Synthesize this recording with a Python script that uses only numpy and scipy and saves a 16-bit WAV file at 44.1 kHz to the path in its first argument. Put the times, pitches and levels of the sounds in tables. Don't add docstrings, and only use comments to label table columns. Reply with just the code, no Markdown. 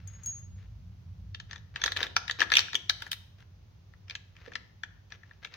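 import sys
import numpy as np
from scipy import signal
from scipy.fft import rfft, irfft, next_fast_len
from scipy.io import wavfile

SR = 44100
rng = np.random.default_rng(int(sys.argv[2]) if len(sys.argv) > 2 else 0)


def store_pcm(level_fs):
    pcm = np.round(np.clip(level_fs, -1, 1) * 32767).astype(np.int16)
    wavfile.write(sys.argv[1], SR, np.atleast_2d(pcm).T)


N = 245195
TIME = np.arange(N) / SR
APPROACH_S, CONTACT_S = .008, .006
# (start [s], end [s], peak level of the rub [dB])
STROKES = [(-.1, 0.452, -66.5), (0.557, 0.674, -68), (1.486, 1.587, -56), (1.738, 1.94, -51),
           (1.957, 2.075, -38.5), (2.387, 2.444, -38), (2.518, 2.622, -41), (2.999, 3.091, -54),
           (3.375, 3.434, -62.5), (4.072, 4.183, -59.5), (4.346, 4.576, -61), (5.101, 5.165, -57.5),
           (5.167, 5.388, -70), (5.419, 5.473, -52.5), (5.509, 5.609, -55)]


def from_db(db):
    return 10 ** (np.asarray(db) / 20)


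def rms_one(x):
    return x / np.sqrt(np.mean(x ** 2) + 1e-20)


def at_hz(points, hz):
    points = np.array(points)
    return np.interp(np.log(hz), np.log(points[:, 0]), points[:, 1])


def cut(x, hz, kind, order=2):
    sos = signal.butter(order, np.clip(hz, 10, .47 * SR), kind, fs=SR, output="sos")
    return signal.sosfilt(sos, x)


def panned(pan_db):
    return rms_one(from_db([[pan_db / 2], [-pan_db / 2]]))


def add(out, s, sound):
    start = max(round(s * SR), 0)
    out[:, start:start + sound.shape[1]] += sound[:, :N - start]


def stereo_noise(size, alike):
    alike = np.clip(alike, 0, 1)
    white = rng.standard_normal((3, size))
    return np.sqrt(alike) * white[0] + np.sqrt(1 - alike) * white[1:]


def bands(x):
    edges = 22 * 2 ** np.arange(0, 9.8, .5)
    return [(np.sqrt(low * high), cut(x, [low, high], "band", order=3))
            for low, high in zip(edges, edges[1:])]


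def coloured(x, spectrum):
    size = next_fast_len(N)
    hz = np.arange(size // 2 + 1) * SR / size + 1
    shaped = rfft(x, size) * from_db(at_hz(spectrum, hz))
    return rms_one(irfft(shaped, size)[:, :N])


def background(air_db):
    # (frequency [Hz], relative density [dB per Hz])
    rumble_colour = [(20, -26.5), (38, -25), (56, 1), (78, -5.5), (95, 7), (130, -10), (185, -11),
                     (260, -31), (500, -69)]
    # (time [s], level [dB])
    rumble_level = [(0.0, -47.5), (1.2, -45.5), (2.2, -52), (5.56, -56.5)]
    # (frequency [Hz], relative density [dB per Hz])
    air_colour = [(300, 2), (1800, -8.5), (3000, -10), (6400, -13.5), (7800, -36), (15000, -23)]
    level = from_db(np.interp(TIME, *np.transpose(rumble_level)))
    rumble = level * coloured(stereo_noise(N, alike=0.95), rumble_colour)
    air = from_db(air_db) * coloured(stereo_noise(N, alike=0.033), air_colour)
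    return rumble * panned(-0.89) + air


def slides(grains_per_s, grain_db, smooth_db):
    # (frequency [Hz], relative density [dB per Hz])
    slide_colour = [(120, -25.5), (330, -2.5), (900, -4), (1700, 4), (4200, -8), (6300, -13.5),
                    (8000, -42.5), (15000, -30)]
    stroke = np.zeros(N)
    for start, end, db in STROKES:
        progress = np.clip((TIME - start) / (end - start), 0, 1)
        stroke += from_db(db) * np.sqrt(np.sin(np.pi * progress).clip(0))
    unevenness = np.minimum(rng.exponential(1, N), 4)
    slips = (rng.random(N) < grains_per_s / SR) * from_db(grain_db * unevenness)
    rub = stereo_noise(N, alike=1.0) * (rms_one(slips) + from_db(smooth_db))
    return stroke * coloured(rub, slide_colour) * panned(5)


def force(t, chatter_db, chatter_s, graze_s, alike):
    swell = np.exp(-np.abs(t) / np.where(t < 0, graze_s, chatter_s))
    push = from_db(chatter_db) * stereo_noise(len(t), alike) * swell
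    push[:, np.argmin(np.abs(t))] += 1
    return push


def resonate(push, modes, scatter_db, detune, side_db):
    out = np.zeros_like(push)
    for k, (hz, width, db) in enumerate(modes):
        r = np.exp(-np.pi * width / SR)
        w = 2 * np.pi * hz * (1 + detune * rng.normal()) / SR
        gain = from_db(db + scatter_db * rng.normal() + side_db * rng.normal(size=(2, 1)))
        mode = signal.lfilter([1 - r, 0, r - 1], [1, -2 * r * np.cos(w), r * r], push)
        out += (-1) ** k * gain * mode
    return out


def at_level(sound, db):
    energy = np.sum(sound[:, :round((APPROACH_S + CONTACT_S) * SR)] ** 2) / 2
    return sound * from_db(db) / np.sqrt(energy / (CONTACT_S * SR) + 1e-20)


def edge_tick(t, db):
    snap = force(t, chatter_db=-9, chatter_s=0.0048, graze_s=.0013, alike=0.18)
    return at_level(cut(snap, 4300, "high"), db)


def delayed_right(sound, lag_s):
    index = np.arange(sound.shape[1])
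    right = np.interp(index - lag_s * SR, index, sound[1], left=0, right=0)
    return np.array([sound[0], right])


def touch(s, knock_db, clack_db):
    # (frequency [Hz], bandwidth [Hz], relative gain [dB])
    guard_modes = [(287, 120, -27), (476.6, 27, -25), (758, 110, -17.5), (928, 55, -13), (1368, 160, -5),
                   (1653.4, 314, 1), (1764, 189, 6), (2115, 420, -19.5)]
    # (frequency [Hz], bandwidth [Hz], gain before favouring [dB])
    bolt_modes = [(2280, 550, -1.5), (2630, 380, -1), (3104, 406, -4.5), (3540, 360, 2), (3638, 497, 1),
                  (4935, 1400, -6.5), (4960, 1200, -11), (5980, 540, -2), (6425, 880, -3.5)]
    # (time [s], level [dB])
    tick_sharpness = [(1.815, -43), (1.84, -23), (2.3, -27), (2.9, -24.5), (3.11, -10), (4.1, -33.5),
                      (4.56, -41), (5.12, -46.5), (5.45, -28)]
    # (time [s], frequency [Hz])
    clack_centre = [(1.35, 3080), (1.53, 4200), (1.78, 3100), (1.85, 4530), (1.96, 3150), (2.17, 3860),
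                    (2.42, 3060), (2.57, 3400), (4.15, 2770), (5.45, 2530)]
    t = TIME[:SR // 16] - APPROACH_S
    clack_hz = np.interp(s, *np.transpose(clack_centre))
    tick_db = clack_db + np.interp(s, *np.transpose(tick_sharpness))
    blow = force(t, chatter_db=-26, chatter_s=0.003, graze_s=.0013, alike=0.6)
    knock = resonate(blow, guard_modes, scatter_db=1.5, detune=.012, side_db=1.0)
    knock = at_level(cut(knock, 4400, "low"), knock_db)
    push = force(t, chatter_db=-16.5, chatter_s=0.0015, graze_s=.0013, alike=0.85)
    favoured = []
    for hz, width, db in bolt_modes:
        octaves = np.log2(hz / clack_hz)
        favoured.append((hz, width, db + 11 * np.exp(-(octaves / 0.47) ** 2)))
    clack = resonate(push, favoured, scatter_db=1.0, detune=.02, side_db=1.5)
    crunch = from_db(-9) * rms_one(cut(push, 5000, "low"))
    clack = cut(rms_one(clack) + crunch, 6660, "low", order=8)
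    clack = at_level(cut(clack, 1900, "high", order=3), clack_db)
    clack = delayed_right(clack, .00055 * rng.uniform(0.46, 1))
    tick = edge_tick(t, tick_db)
    return knock * panned(pan_db=8.0) + clack * panned(pan_db=0.6) + tick * panned(pan_db=2.5)


def catches(count):
    knock_offset_db, clack_offset_db, scatter_db = -3.5, 0.5, 4
    out = np.zeros((2, N))
    for start, end, db in STROKES:
        for k in range(count):
            s = start + (end - start) * (k + rng.random()) / count
            s = np.clip(s, 0, TIME[-1])
            level_db = db + scatter_db * rng.normal()
            add(out, s - APPROACH_S, touch(s, level_db + knock_offset_db, level_db + clack_offset_db))
    return out


def pings():
    # (time [s], ring amplitude [dB], free time [s], tick level [dB], left over right [dB])
    ping_events = [(0.075, -42, 0.002, -59.5, 17), (.135, -51, 0.025, -90.5, 2.5),
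                   (0.235, -42.5, 0.012, -61, 10), (0.2606, -30, 0.04, -45.5, 2.5)]
    ping_hz, damped_t60_s = 6625, 0.17
    out, t = np.zeros((2, N)), TIME[:SR // 2] - APPROACH_S
    for s, ring_db, free_s, tick_db, pan_db in ping_events:
        fade = from_db(ring_db - 60 * np.maximum(t - free_s, 0) / damped_t60_s) * (t > 0)
        sizzle = from_db(-36.5) * cut(stereo_noise(len(t), alike=0), 9290, "high")
        ring = fade * (np.sin(2 * np.pi * ping_hz * t) + sizzle)
        add(out, s - APPROACH_S, (ring + edge_tick(t, tick_db)) * panned(pan_db))
    return out


def contacts():
    # (time [s], guard knock level [dB], bolt clack level [dB])
    hole_touches = [ (1.347, -43.5, -38), (1.4004, -44, -42), (1.5113, -43, -43), (1.5311, -40, -44.5),
                    (1.5593, -44.5, -46), (1.7597, -33, -34.5), (1.817, -35, -32), (1.8389, -24.5, -22.5),
                    (1.8608, -27, -25), (1.8785, -28.5, -33), (1.92, -33, -30), (1.964, -33, -35.5),
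                    (1.9711, -43, -28.5), (2.005, -32, -37), (2.0295, -29.5, -24.5), (2.1656, -20, -20),
                    (2.2799, -37, -35), (2.297, -25.5, -33), (2.3109, -34, -28), (2.4047, -32, -24),
                    (2.4175, -15.5, -28.5), (2.426, -26.5, -31), (2.502, -39, -37), (2.5194, -20.5, -24),
                    (2.527, -27.5, -31), (2.538, -31.5, -18.5), (2.5542, -35.5, -20), (2.569, -33, -11.5),
                    (2.5841, -29.5, -24), (2.5918, -32.5, -19), (2.6048, -44.5, -29), (2.683, -39.5, -52),
                    (2.7314, -37.5, -36), (2.7454, -39.5, -33), (2.7532, -33.5, -20), (2.8967, -30, -18),
                    (2.9026, -29, -51), (3.022, -37, -37), (3.0658, -40, -50), (3.1164, -41, -28.5),
                    (3.13, -38.5, -32.5), (3.9373, -55.5, -69.5), (4.0983, -47, -38.5),
                    (4.1086, -48.5, -38.5), (4.1527, -40.5, -35), (4.3658, -58.5, -53.5),
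                    (4.4617, -48, -53.5), (4.4811, -51, -58), (4.5191, -44, -58), (4.5354, -60, -47.5),
                    (4.5552, -30.5, -34.5), (4.835, -32.5, -38.5), (5.122, -41.5, -44), (5.234, -49.5, -63),
                    (5.3112, -47, -63.5), (5.448, -42.5, -36.5), (5.5398, -51, -44.5)]
    out = np.zeros((2, N))
    for s, knock_db, clack_db in hole_touches:
        add(out, s - APPROACH_S, touch(s, knock_db, clack_db))
    return out


def bumps(swell_s):
    # (time [s], rms level at the crest of the swell [dB])
    finger_bumps = [(1.854, -44), (1.995, -56.5), (2.404, -45.5), (2.739, -47), (4.475, -49.5)]
    out, t = np.zeros((2, N)), TIME[:SR // 4]
    swell = t / swell_s * np.exp(1 - t / swell_s)
    for s, db in finger_bumps:
        thump = rms_one(cut(stereo_noise(len(t), alike=0.057), [250, 600], "band", order=3))
        add(out, s, from_db(db) * thump * swell)
    return out


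def workshop(x, near_db, near_t60, room_db):
    # (frequency [Hz], 60 dB decay time [s])
    room_t60 = [(300, .5), (4000, .52), (14000, .42)]
    # (frequency [Hz], relative level [dB])
    room_colour = [(200, 15.5), (1700, -1), (3300, -1), (6000, -2)]
    t = TIME[:SR]
    near = stereo_noise(len(t), alike=0.11) * from_db(-60 * t / near_t60) * (t > .0025)
    tail = np.zeros((2, len(t)))
    for hz, band in bands(stereo_noise(len(t), alike=0.15)):
        tail += band * from_db(at_hz(room_colour, hz) - 60 * t / at_hz(room_t60, hz))
    tail = tail * (1 - np.exp(-t / 0.0081))
    echo = from_db(near_db) * rms_one(near) + from_db(room_db) * rms_one(tail)
    echo = echo / np.sqrt(len(t))
    return x + signal.fftconvolve(x, echo, axes=1)[:, :N]


def scene():
    work = slides(grains_per_s=2000, grain_db=5.0, smooth_db=-3.5) + catches(count=3)
    work = work + contacts() + bumps(swell_s=0.0043)
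    at_engine = workshop(work, near_db=-7.5, near_t60=0.059, room_db=-14.0)
    in_hand = workshop(pings(), near_db=-25.5, near_t60=0.05, room_db=-8.5)
    return at_engine + in_hand + background(air_db=-67.5)


def record(dry):
    rounded = dry / (1 + (dry / .85) ** 6) ** (1 / 6)
    low_pass = signal.ellip(10, .2, 70, 16000, fs=SR, output="sos")
    return signal.sosfilt(low_pass, rounded)


dry = scene()
out = record(dry)
store_pcm(out)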